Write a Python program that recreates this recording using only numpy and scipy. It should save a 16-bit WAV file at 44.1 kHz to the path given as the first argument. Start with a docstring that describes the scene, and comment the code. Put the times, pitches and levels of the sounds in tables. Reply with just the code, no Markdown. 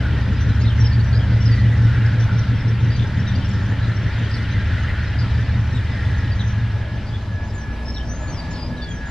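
"""A big diesel locomotive hauls freight slowly round a curve in a town street. From the start its
exhaust drones in orders of the engine cycle over rumble and rolling roar, while small birds chirp and
whistle, mostly on the left. From 5.5 s a wheel flange squeals thinly. From 6.4 s the engine passes
behind a shed and throttles back, and a car accelerates further off."""
import sys
import numpy as np
from scipy import signal
from scipy.fft import rfft, irfft
from scipy.io import wavfile
from scipy.ndimage import uniform_filter1d

SR = 44100
rng = np.random.default_rng(int(sys.argv[2]) if len(sys.argv) > 2 else 0)


def pcm_store(signal):
    """Save signal as 16-bit PCM."""
    levels = np.round(np.clip(np.atleast_2d(signal), -1, 1) * 32767)
    wavfile.write(sys.argv[1], SR, levels.astype(np.int16).T)


N = 401310
TIME_S = np.arange(N) / SR

# engine passing house fronts: time_s, level_db, wall_echo_ms, ground_echo_ms, low_orders_db
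ENGINE_PATH = [(0.2, -1, 32.4, 4.3, 0), (0.6, -2.5, 29.8, 2.77, -1), (1.0, 0, 26.7, 3.5, -1.5),
               (1.4, 3, 28.1, 4.07, -8), (1.8, 0, 27.4, 3.24, -4), (2.2, -3.5, 27.4, 2.55, -11.5),
               (2.6, -3, 26.2, 2.9, -12), (3.0, -1.5, 25.3, 3.55, -11), (3.4, -0.5, 23.9, 3.46, -15),
               (3.8, 0.5, 21.4, 4.03, -7.5), (4.2, -7.5, 21.2, 2.85, -0.5), (4.6, -2, 23.2, 3.4, -1.5),
               (5.0, -6, 23.9, 3.2, 3), (5.4, -3.4, 24.6, 2.68, 1.5), (5.8, -7, 23, 2.13, 0),
               (6.0, -7, 23.2, 3.1, 2.5), (6.1, -1.5, 23.7, 3.3, 2.5), (6.75, -7, 20.2, 2.5, -2.5),
               (6.9, -7.5, 33, 4.45, -6), (7.4, -4, 35, 5, -9), (7.7, -18, 25.6, 5.4, 14),
               (8.2, -20.5, 18.5, 4.3, 11.5), (8.5, -21, 30.5, 3.1, 7), (9.1, -19.5, 28, 2.1, 6)]
# four-stroke cycle: time_s, rate_hz
ENGINE_CYCLE = [(0, 5.882), (6.65, 5.882), (7.05, 5.6), (7.5, 5.12), (8.3, 4.9), (9.1, 4.8)]
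# puff shape, as phase about the loudest order: time_s, lead_turns_per_order, smear_turns_per_order_sq
PUFF_SHAPE = [(0, -.073, .203), (2.1, -.073, .203), (2.5, .06, .105), (2.9, .11, .105), (3.4, -.03, .21),
              (4.25, 0, .23), (5.1, .08, .17), (5.7, -.225, .175), (9.1, -.225, .175)]
# exhaust tones, both tables: cycle_multiple, level_db
STRONG_ORDERS = [(11, -28.5), (12, -28), (13, -25.5), (14, -30), (15, -33), (16, -51), (17, -24), (18, -40),
                 (19, -18.5), (20, -20), (21, -27.5)]
WEAK_ORDERS = [(5, -37), (7, -45), (8, -52.5), (9, -32), (10, -33.5), (22, -42), (23, -56.5), (24, -55),
               (25, -46.5), (26, -45.5), (27, -54.5), (28, -51), (29, -46), (30, -46.5), (31, -44.5),
               (32, -51), (33, -33.5), (34, -45), (35, -43.5), (36, -44.5), (37, -57), (38, -59), (39, -48),
               (40, -48.5), (45, -43), (46, -48.5), (50, -48)]


def exhaust():
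    """Sines on multiples of the engine cycle; neighbours beat, moving echoes cancel some in turn."""
    step = 20   # built at SR / step
    loudest_order, soften_db_per_hz, tilt_db_per_order_s = 19, 24, .002
    level_db, wall_ms, ground_ms, low_db = (c[::step] for c in in_time(ENGINE_PATH))
    lead, smear = (c[::step] for c in in_time(PUFF_SHAPE))
    cycle_hz = in_time(ENGINE_CYCLE)[0]
    cycle_rad, cycle_hz = phase(cycle_hz)[::step], cycle_hz[::step]
    tilt_db = tilt_db_per_order_s * (TIME_S[::step] - N / SR / 2)
    throttle_db = -.5 - soften_db_per_hz * (cycle_hz[0] - cycle_hz)
    orders = [(k, db + low_db * (k <= 13) + 1.2 * drift(5.5)[::step]) for k, db in STRONG_ORDERS]
    orders += [(k, db + throttle_db + k * tilt_db + 2.5 * drift(1.2)[::step]) for k, db in WEAK_ORDERS]
    out = 0
    for i, (k, db) in enumerate(orders):
        offset = k - loudest_order
        shift_rad = .03 * offset * rng.normal() + .2 * drift(.5)[::step]
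        if i < len(STRONG_ORDERS):
            rad_per_ms = 2 * np.pi * k * cycle_hz / 1000
            wall, ground = .5 * np.exp(1j * rad_per_ms * wall_ms), .8 * np.exp(1j * rad_per_ms * ground_ms)
            path_gain = np.abs(1 + wall + ground)
            puff_rad = 2 * np.pi * (lead * offset + smear * offset ** 2)
            shift_rad += puff_rad[0] if k <= 15 else puff_rad
        else:   # many paths: steady gain, random phase
            path_gain, shift_rad = .85, 2 * np.pi * rng.random()
        out += np.sqrt(2) * from_db(level_db + db) * path_gain * np.cos(k * cycle_rad + shift_rad)
    return signal.resample_poly(out, step, 1)[:N]


# rumble spectrum: freq_hz, density_db
RUMBLE_SPECTRUM = [(30, -29), (45, -13.5), (85, -7), (106, -9), (130, -8.5), (161, -11), (273, -19.5),
                   (348, -29), (500, -29.5), (650, -61), (1100, -120)]
# rumble envelope: time_s, level_db
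RUMBLE_LEVEL = [(0, -25), (2, -25), (3.3, -26.5), (4.5, -28), (6, -29), (6.8, -31), (7.4, -36), (8.2, -31),
                (9.1, -32.5)]


def rumble(chug_db=3.5, lead_turns=.15):
    """Low engine noise that swells once a cycle."""
    swell_db = chug_db * np.cos(phase(in_time(ENGINE_CYCLE)[0]) + 2 * np.pi * lead_turns)
    gain = from_db(in_time(RUMBLE_LEVEL)[0] + swell_db)
    return gain * noise_field(RUMBLE_SPECTRUM, flicker_db=.5, rate_hz=8.4)


# rolling roar: time_s, level_db, centre_hz
ROAR = [(0, -38, 1530), (.25, -38, 1760), (1.3, -39, 1680), (1.62, -38.5, 1860), (2.08, -35.5, 1600),
        (2.4, -37.5, 1476), (2.8, -40.5, 1880), (3.25, -37.5, 1690), (3.45, -40.5, 1840),
        (3.7, -37.5, 1730), (4.4, -36.5, 1850), (4.94, -35, 1770), (5.35, -38, 1830), (5.7, -41, 1810),
        (6.03, -36.5, 1910), (7, -47, 1600), (8.3, -79, 1790), (9.1, -42, 1640)]


def rolling(mode_width_hz=24, swell_db=5, flicker_db=3.5):
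    """Rough contact drives wheel and rail modes; those near a wandering centre ring up most."""
    level_db, centre_hz = in_time(ROAR)
    rattle_db = 1.2 * drift(30)
    out = 0
    for hz in np.geomspace(1330, 2070, 16):
        mid, side = signal.lfilter([1, 0, -1], mode_poles(hz, mode_width_hz), rng.standard_normal((2, N)))
        nearness = np.exp(-((centre_hz - hz) / 220) ** 2)
        gain = from_db(swell_db * nearness + flicker_db * drift(7.6) + rattle_db)
        out += gain * (mid + .08 * side * [[1], [-1]])
    out = butterworth(out, 4, [1200, 2300], "band")
    running_rms = np.sqrt(uniform_filter1d(np.mean(out ** 2, axis=0), SR // 3))
    return from_db(level_db) * out / running_rms


# single wheels ringing out: start_s, pitch_hz, level_db, decay_s
WHEEL_RINGS = [(0.023, 1470, -34, 0.063), (1.457, 1980, -38, 0.28), (1.861, 1440, -38, 0.22),
               (2.029, 1684, -36, 0.11), (2.283, 1355, -44, 0.24), (4.37, 2000, -39, 0.083),
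               (4.67, 1480, -38, 0.32), (4.874, 1980, -34, 0.086)]


def wheel_rings(width_hz=90):
    """Rubbing noise in one narrow wheel mode at a time: quick swell, slower fall."""
    out = np.zeros(N)
    for start_s, hz, db, decay_s in WHEEL_RINGS:
        age = np.arange(int(.6 * SR)) / SR / decay_s
        tone = rms_one(signal.lfilter([1], mode_poles(hz, width_hz), rng.standard_normal(len(age))))
        envelope = np.minimum(age / .15, 1) * np.exp(-age ** 2)
        out[int(start_s * SR):][:len(age)] += from_db(db) * envelope * tone
    return out


def ground_shake():
    """The train's weight shakes the ground steadily."""
    return from_db(-34) * rms_one(butterworth(rng.standard_normal(N), 2, (7.6, 46), "band"))


# engine rush spectrum: freq_hz, density_db
RUSH_SPECTRUM = [(450, -12), (700, -20.5), (1100, 5), (1600, 4), (2400, 4.5), (3200, 3.5), (5300, -8.5),
                 (7900, -24), (15000, -45)]


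def rush(shed_s=6.4, shed_db_per_s=8 / 5.3):
    """Engine hiss and clinking iron follow the roar's level in part; the shed screens them off."""
    roar_swing_db = in_time(ROAR)[0] + 37
    shed_db = shed_db_per_s * np.maximum(TIME_S - shed_s, 0)
    hiss = noise_field(RUSH_SPECTRUM, flicker_db=1.25, rate_hz=6)
    return from_db(-40 + .64 * roar_swing_db - shed_db) * (hiss + from_db(-8) * clinks())


def clinks(knocks_per_s=160, t60_s=.05):
    """Chance knocks ring briefly in the modes of loose iron on the wagons; rms 1."""
    knocks = from_db(3 * np.minimum(rng.exponential(1, N), 4)) * (rng.random(N) < knocks_per_s / SR)
    struck_mode = rng.integers(0, 24, N)
    modes_hz = np.geomspace(1350, 4200, 24) * rng.uniform(.98, 1.02, 24)
    width_hz = np.log(1000) / (np.pi * t60_s)
    out = 0
    for k, hz in enumerate(modes_hz):
        gain = np.sin(2 * np.pi * hz / SR)
        ring = signal.lfilter([gain], mode_poles(hz, width_hz), knocks * (struck_mode == k) + 1e-18)
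        out += signal.lfilter([gain], mode_poles(hz, 3 * width_hz), ring)   # softens the attack
    return rms_one(out)


# flange tone: time_s, pitch_hz, level_db
SQUEAL = [(5.5, 1690, -70), (5.8, 1690, -48), (6.1, 1672, -45), (6.6, 1664, -45), (6.9, 1683, -44),
          (7.4, 1695, -42.5), (8.75, 1696, -41), (8.93, 1667, -42), (9.1, 1679, -41)]
# flange letting go: centre_s, half_width_s
SQUEAL_GAPS = [(7.047, 0.052), (7.18, 0.033), (7.5, 0.025), (7.855, 0.015), (7.935, 0.016), (8.062, 0.016),
               (8.158, 0.011), (8.367, 0.034), (8.642, 0.056)]


def squeal(gap_db=16):
    """A flange sings unsteadily on a wheel mode, with a fainter neighbour mode above."""
    hz, level_db = in_time(SQUEAL)
    for centre_s, half_width_s in SQUEAL_GAPS:
        level_db -= gap_db * np.exp(-((TIME_S - centre_s) / half_width_s) ** 2)
    main = np.sin(phase(hz + 4 * drift(25)))
    upper = from_db(-12 + 4 * drift(6)) * np.sin(phase(1762 + 5 * drift(20)))
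    return np.sqrt(2) * from_db(level_db + 2.5 * drift(25)) * (main + upper)


# near bird's notes: start_s, length_s, first_hz, middle_hz, last_hz, level_db
SONG_NOTES = [(0.798, 0.031, 5750, 5680, 5480, -39), (0.847, 0.031, 5400, 5320, 5030, -37),
              (0.907, 0.05, 4750, 4420, 4900, -43.5), (0.995, 0.022, 4250, 4480, 4700, -41.5),
              (1.404, 0.031, 5590, 5670, 5370, -43), (1.435, 0.03, 5870, 5960, 6150, -54),
              (1.454, 0.03, 5300, 5250, 4900, -38), (1.511, 0.033, 4840, 4580, 4700, -39),
              (1.587, 0.024, 3960, 4270, 4540, -42), (6.33, .09, 5900, 6100, 6450, -61),
              (7.532, 0.12, 7500, 6150, 5300, -53), (7.436, 0.078, 5900, 6900, 7500, -61),
              (8.504, 0.034, 6750, 6800, 6900, -50), (8.886, 0.11, 7000, 6170, 5540, -49.5),
              (9.056, 0.06, 6600, 6850, 6900, -52)]
# its long whistles, one list each: time_s, pitch_hz, level_db
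LONG_WHISTLES = [
    [(6.385, 5350, -62), (6.43, 6050, -59), (6.47, 6280, -57), (6.53, 5900, -52)],
    [(7.82, 5230, -76), (7.864, 5260, -44.5), (7.988, 5490, -44.5), (8.016, 5500, -52)],
    [(8.05, 5495, -56), (8.114, 6040, -44), (8.154, 6300, -50), (8.222, 6960, -45), (8.27, 6900, -49),
     (8.33, 5850, -44), (8.39, 4680, -39.5), (8.45, 4620, -67)],
    [(8.51, 5320, -54), (8.556, 5190, -42), (8.614, 4770, -39.5), (8.668, 4970, -43.5), (8.69, 4800, -60),
     (8.768, 5040, -65)],
    [(8.77, 4040, -59), (8.816, 3510, -40.5), (8.87, 3460, -53), (8.888, 3380, -41), (8.902, 3330, -50),
     (8.918, 3270, -36), (8.94, 3270, -60)],
]


def near_bird():
    """Clear gliding whistles, the shortest hooked at both ends."""
    notes = [note(start_s, length_s, hz, db) for start_s, length_s, *hz, db in SONG_NOTES]
    return whistle(notes + LONG_WHISTLES, flutter_db=2, waver=.006, fading_db=3.5, hook_depth=.3)


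# chirps further off: start_s, length_s, first_hz, last_hz, level_db
RASPY_CHIRPS = [(0.401, 0.042, 5940, 5620, -45.5), (0.601, 0.043, 3940, 5600, -44.5),
                (0.638, 0.034, 3330, 4150, -37), (0.67, .025, 3750, 3330, -36),
                (0.701, 0.038, 3160, 2850, -39), (0.839, 0.027, 3090, 3070, -41),
                (1.121, 0.064, 4220, 5100, -43.5), (1.193, 0.045, 3220, 3090, -41.5),
                (1.649, 0.049, 2970, 2780, -49), (2.056, 0.023, 5100, 4800, -44),
                (1.835, 0.025, 5550, 5370, -53.5), (2.19, 0.059, 5330, 5960, -49),
                (2.379, 0.022, 5900, 5850, -45.5), (2.68, 0.024, 5470, 5380, -44.5),
                (2.902, 0.04, 4600, 4900, -42), (2.947, 0.036, 4750, 4210, -42),
                (2.961, 0.022, 6100, 5770, -43.5), (2.987, 0.049, 3550, 3380, -44),
                (3.19, .032, 5240, 5900, -48), (3.266, 0.041, 3800, 3600, -41),
                (3.274, 0.023, 5740, 5850, -43.5), (3.349, 0.018, 4400, 4650, -43),
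                (3.414, 0.027, 2976, 3180, -42), (3.442, 0.033, 5680, 5100, -47.5),
                (3.482, 0.021, 7260, 6770, -51.5), (3.502, 0.028, 5270, 5060, -46),
                (3.823, 0.046, 4020, 3770, -46), (3.964, 0.017, 5600, 5260, -47),
                (4.28, .03, 7100, 7900, -59), (4.308, 0.051, 4900, 5160, -44),
                (4.335, .04, 4500, 4290, -41.5), (4.35, 0.026, 8600, 8400, -55),
                (5.185, 0.045, 4970, 4460, -43), (5.488, .026, 4030, 4130, -48.5),
                (5.723, 0.018, 5350, 5840, -51), (5.742, 0.034, 7540, 7040, -55),
                (5.743, 0.039, 3750, 3670, -41), (6.177, 0.02, 5920, 5960, -54),
                (6.313, 0.027, 4700, 4500, -44), (6.392, 0.036, 4080, 3060, -39),
                (7.062, 0.051, 4500, 4660, -49), (7.497, 0.024, 5600, 5420, -54),
                (7.5, .02, 5000, 4850, -51), (7.126, 0.044, 3200, 3450, -44),
                (7.945, 0.042, 4530, 3000, -39), (7.996, 0.028, 2940, 3130, -43),
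                (8.279, 0.033, 4240, 4430, -48.5), (8.333, 0.034, 3000, 3480, -49),
                (8.53, .054, 4350, 4290, -46), (8.554, .05, 3950, 2880, -50),
                (8.818, 0.035, 4530, 4470, -42), (.68, .02, 5700, 5400, -54), (1.04, .02, 5850, 5850, -52),
                (1.135, 0.023, 4140, 3800, -44), (2.32, .02, 5400, 5640, -50),
                (2.585, .03, 5050, 5350, -52), (2.84, .03, 5400, 5000, -56), (3.39, .02, 5500, 5680, -54),
                (3.53, .02, 6050, 6350, -54), (4.51, 0.032, 5900, 6100, -52), (5.05, .03, 5500, 5450, -56),
                (6.04, 0.022, 5450, 5460, -57), (6.49, .025, 5450, 5430, -54)]


def raspy_birds(arch_ratio=1.025, rasp_hz=220, rasp_share=.3):
    """Slightly arched chirps, made hoarse by fast noise on their amplitude."""
    notes = [note(start_s, length_s, [first_hz, arch_ratio * (first_hz + last_hz) / 2, last_hz], db)
             for start_s, length_s, first_hz, last_hz, db in RASPY_CHIRPS]
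    voice = whistle(notes, flutter_db=2, waver=.018, fading_db=1, hook_depth=.05)
    rasp = rms_one(butterworth(rng.standard_normal(N), 2, rasp_hz, "low"))
    return voice * (np.sqrt(1 - rasp_share) + np.sqrt(rasp_share) * rasp)


def far_birds(chirps_per_s=60, centre_hz=5500):
    """Two groups of faint short notes at chance moments, pitches and slopes; fainter after 6.5 s."""
    notes = []
    for when, pitch_a, pitch_b, slope, length, loudness in rng.random((int(chirps_per_s * N / SR), 6)):
        start_s = when * (N / SR - .1)
        octaves = .36 * (pitch_a + pitch_b - 1)
        hz = centre_hz * 2 ** octaves
        bend = 1 + .2 * (slope - .55)
        level_db = -60 + 6 * loudness - 12 * octaves - 5 * (start_s > 6.5)
        notes.append(note(start_s, .01 + .02 * length, [hz, hz * bend], level_db))
    return [whistle(group, flutter_db=2.5, waver=.008, fading_db=4, hook_depth=.1)
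            for group in (notes[::2], notes[1::2])]


# car engine: time_s, firing_hz, second_harmonic_db, third_harmonic_db
CAR = [(6.6, 67.3, -56, -59), (7.0, 69.94, -54, -43.5), (7.5, 72.2, -40, -38.5), (7.9, 77.9, -45, -44),
       (8.4, 81.2, -37, -41), (8.7, 81.7, -37.5, -36.5), (8.95, 81, -48, -40.5), (9.1, 81, -57, -53)]


def car():
    """Two harmonics of a rising firing rate, broken up by distance."""
    hz, second_db, third_db = in_time(CAR)
    firing_rad = phase(hz * (1 + .005 * drift(9)))
    second = from_db(second_db + 2 * drift(9)) * np.sin(2 * firing_rad)
    third = from_db(third_db + 2 * drift(9)) * np.sin(3 * firing_rad)
    return np.sqrt(2) * (second + third)


# town spectrum: freq_hz, density_db
TOWN_SPECTRUM = [(150, -34.5), (250, 0), (390, -6.5), (520, -8.5), (720, -7.5), (845, -8), (1430, -13.5),
                 (1900, -15), (5100, -27), (8800, -43), (10100, -45), (15000, -58.5)]
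# town envelope: time_s, level_db
TOWN_LEVEL = [(0, -38), (1.7, -38), (2.2, -39.5), (3.8, -38.5), (4.7, -38.5), (6, -38.5), (7, -38.5),
              (8.3, -37), (9.1, -38)]


def town():
    """A nearly steady wash of town noise."""
    return from_db(in_time(TOWN_LEVEL)[0]) * noise_field(TOWN_SPECTRUM, flicker_db=1.5, rate_hz=2.9)


# street response: freq_hz, gain_db
STREET_COLOUR = [(480, -1), (600, 3.5), (690, 0), (755, -5), (840, 2.5), (950, 0), (1130, -3), (1300, 0),
                 (2150, -1), (2300, 2), (2450, .5), (2580, -2), (2800, 0), (2950, -1), (3050, 1.5),
                 (3200, -1), (3400, 0), (3900, 1), (4200, 0)]
# left-right likeness: freq_hz, correlation
STEREO_CORRELATION = [(30, 0.97), (60, 0.97), (130, 0.97), (300, 0.95), (1400, 0.97), (2800, 0.83),
                      (4500, 0.74), (6000, 0.2), (9000, .1), (14000, 0.65)]
# balance: freq_hz, left_minus_right_db
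STEREO_BALANCE = [(60, 3.5), (180, 1), (400, 0.5), (1500, 2.5), (5000, 0), (10000, 0)]


def noise_field(spectrum, flicker_db, rate_hz):
    """Street-coloured stereo noise, flickering in bands two thirds of an octave apart; rms 1."""
    hz = np.maximum(np.arange(N // 2 + 1) * SR / N, 1)
    low_hz, high_hz = spectrum[0][0], spectrum[-1][0]
    colour = from_db(at_hz(spectrum, hz) + at_hz(STREET_COLOUR, hz))
    mid, side = rfft(rng.standard_normal((2, N))) * colour
    correlation, lean = at_hz(STEREO_CORRELATION, hz), from_db(at_hz(STEREO_BALANCE, hz) / 2)
    mid, side = np.sqrt(1 + correlation) * mid, np.sqrt(1 - correlation) * side
    pair = np.array([(mid + side) * lean, (mid - side) / lean])
    pair[:, (hz < low_hz) | (hz > high_hz)] = 0
    thirds = 3 * np.log2(hz / low_hz)
    out, common = 0, drift(rate_hz / 3)
    for centre in range(0, int(thirds[hz <= high_hz][-1]) + 2, 2):
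        window = np.cos(np.pi / 2 * np.clip((thirds - centre) / 2, -1, 1)) ** 2
        out += irfft(pair * window, N) * from_db(flicker_db * (.4 * common + drift(rate_hz)))
    return rms_one(out)


def note(start_s, length_s, pitches_hz, level_db):
    """A note that swells in, glides through its pitches and dies: rows of time_s, pitch_hz, level_db."""
    edge_s = max(.0026, .064 * length_s)
    knots_s = np.linspace(0, length_s, len(pitches_hz))
    t = np.unique(np.r_[knots_s, edge_s, length_s - edge_s])
    edge_db = 12 * np.clip(1 - np.minimum(t, length_s - t) / edge_s, 0, 1)
    return list(zip(start_s + t, np.interp(t, knots_s, pitches_hz), level_db - edge_db))


def whistle(notes, flutter_db, waver, fading_db, hook_depth):
    """Fluttering sine notes; short ones start and end under pitch, long ones fade in and out by chance."""
    out, flutter, warble, fading = np.zeros(N), drift(45), drift(100), drift(31)
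    for rows in notes:
        time_s, hz, level_db = np.transpose(rows)
        at = np.arange(max(int(time_s[0] * SR), 0), min(int(time_s[-1] * SR), N))
        edge_s = np.minimum(at - at[0], at[-1] - at) / SR
        short = time_s[-1] - time_s[0] < .045
        hook = hook_depth * short * np.exp(-edge_s / .0013)
        pitch_hz = np.interp(at / SR, time_s, hz) * (1 + waver * warble[at]) * (1 - hook)
        wobble_db = flutter_db * flutter[at] + fading_db * (not short) * fading[at]
        gain = from_db(np.interp(at / SR, time_s, level_db) + wobble_db) * np.minimum(edge_s / .00082, 1)
        out[at] += np.sqrt(2) * gain * np.sin(phase(pitch_hz))
    return out


def wall_echoes(x, wet_db, t60_s):
    """Adds scattered echoes off walls: a dying noise tail on each side after a short gap."""
    t = np.arange(int(.4 * SR)) / SR
    tail = rng.standard_normal((2, len(t))) * from_db(-60 * t / t60_s) * (t > .012)
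    tail /= np.sqrt(np.sum(tail ** 2) / 2)
    return x + from_db(wet_db) * signal.fftconvolve(x, tail, axes=1)[:, :N]


def placed(x, pan_db, lead_samples):
    """Stereo by level and arrival time; positive favours the left."""
    late = np.interp(np.arange(N) - abs(lead_samples), np.arange(N), x)
    pair = [x, late] if lead_samples > 0 else [late, x]
    return np.array(pair) * from_db([[pan_db / 2], [-pan_db / 2]])


def drift(rate_hz):
    """Slow random wander: low-passed noise at every 100th sample; rms 1."""
    r = np.exp(-200 * np.pi * rate_hz / SR)
    slow = signal.lfilter([1], [1, -2 * r, r * r], rng.standard_normal(N // 100 + 802))[800:]
    return np.interp(np.arange(N) / 100, np.arange(len(slow)), rms_one(slow))


def mode_poles(hz, width_hz):
    """Filter denominator of one damped mode."""
    r = np.exp(-np.pi * width_hz / SR)
    return [1, -2 * r * np.cos(2 * np.pi * hz / SR), r * r]


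def butterworth(x, order, hz, kind):
    """Causal filter with a flat passband."""
    return signal.sosfilt(signal.butter(order, hz, kind, fs=SR, output="sos"), x)


def in_time(rows):
    """A table's columns after time_s, sample by sample."""
    time_s, *columns = np.transpose(rows)
    return [np.interp(TIME_S, time_s, column) for column in columns]


def at_hz(rows, hz):
    """A curve read on a log-frequency axis."""
    knots_hz, values = np.transpose(rows)
    return np.interp(np.log(hz), np.log(knots_hz), values)


def phase(hz):
    """Running phase in radians."""
    return 2 * np.pi * np.cumsum(hz) / SR


def from_db(db):
    """Amplitude gain."""
    return 10 ** (np.asarray(db) / 20)


def rms_one(x):
    """Scaled to rms 1."""
    return x / np.sqrt(np.mean(x ** 2) + 1e-20)


def scene():
    """Train, birds and street, in stereo."""
    train = exhaust() + rumble() + rolling() + wheel_rings() + ground_shake() + rush()
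    background = town() + car()
    far_left, far_right = far_birds()
    song = placed(near_bird(), pan_db=2.5, lead_samples=2)
    chirps = placed(raspy_birds() + far_left, pan_db=2.5, lead_samples=2)
    chirps += placed(far_right, pan_db=-2.5, lead_samples=-2)
    birds = wall_echoes(song, wet_db=-9, t60_s=.3) + wall_echoes(chirps, wet_db=-7, t60_s=.2)
    return train + placed(squeal(), pan_db=-1.5, lead_samples=3.9) + birds + background


def record(dry, fade_in_s=.006, low_cut_hz=22, high_cut_hz=15800):
    """A click-free start; the lowest bass and the top are cut."""
    faded = dry * np.minimum(TIME_S / fade_in_s, 1)
    high_passed = butterworth(faded, 2, low_cut_hz, "high")
    return signal.sosfilt(signal.cheby2(12, 60, high_cut_hz, fs=SR, output="sos"), high_passed)


dry = scene()
out = record(dry)
pcm_store(out)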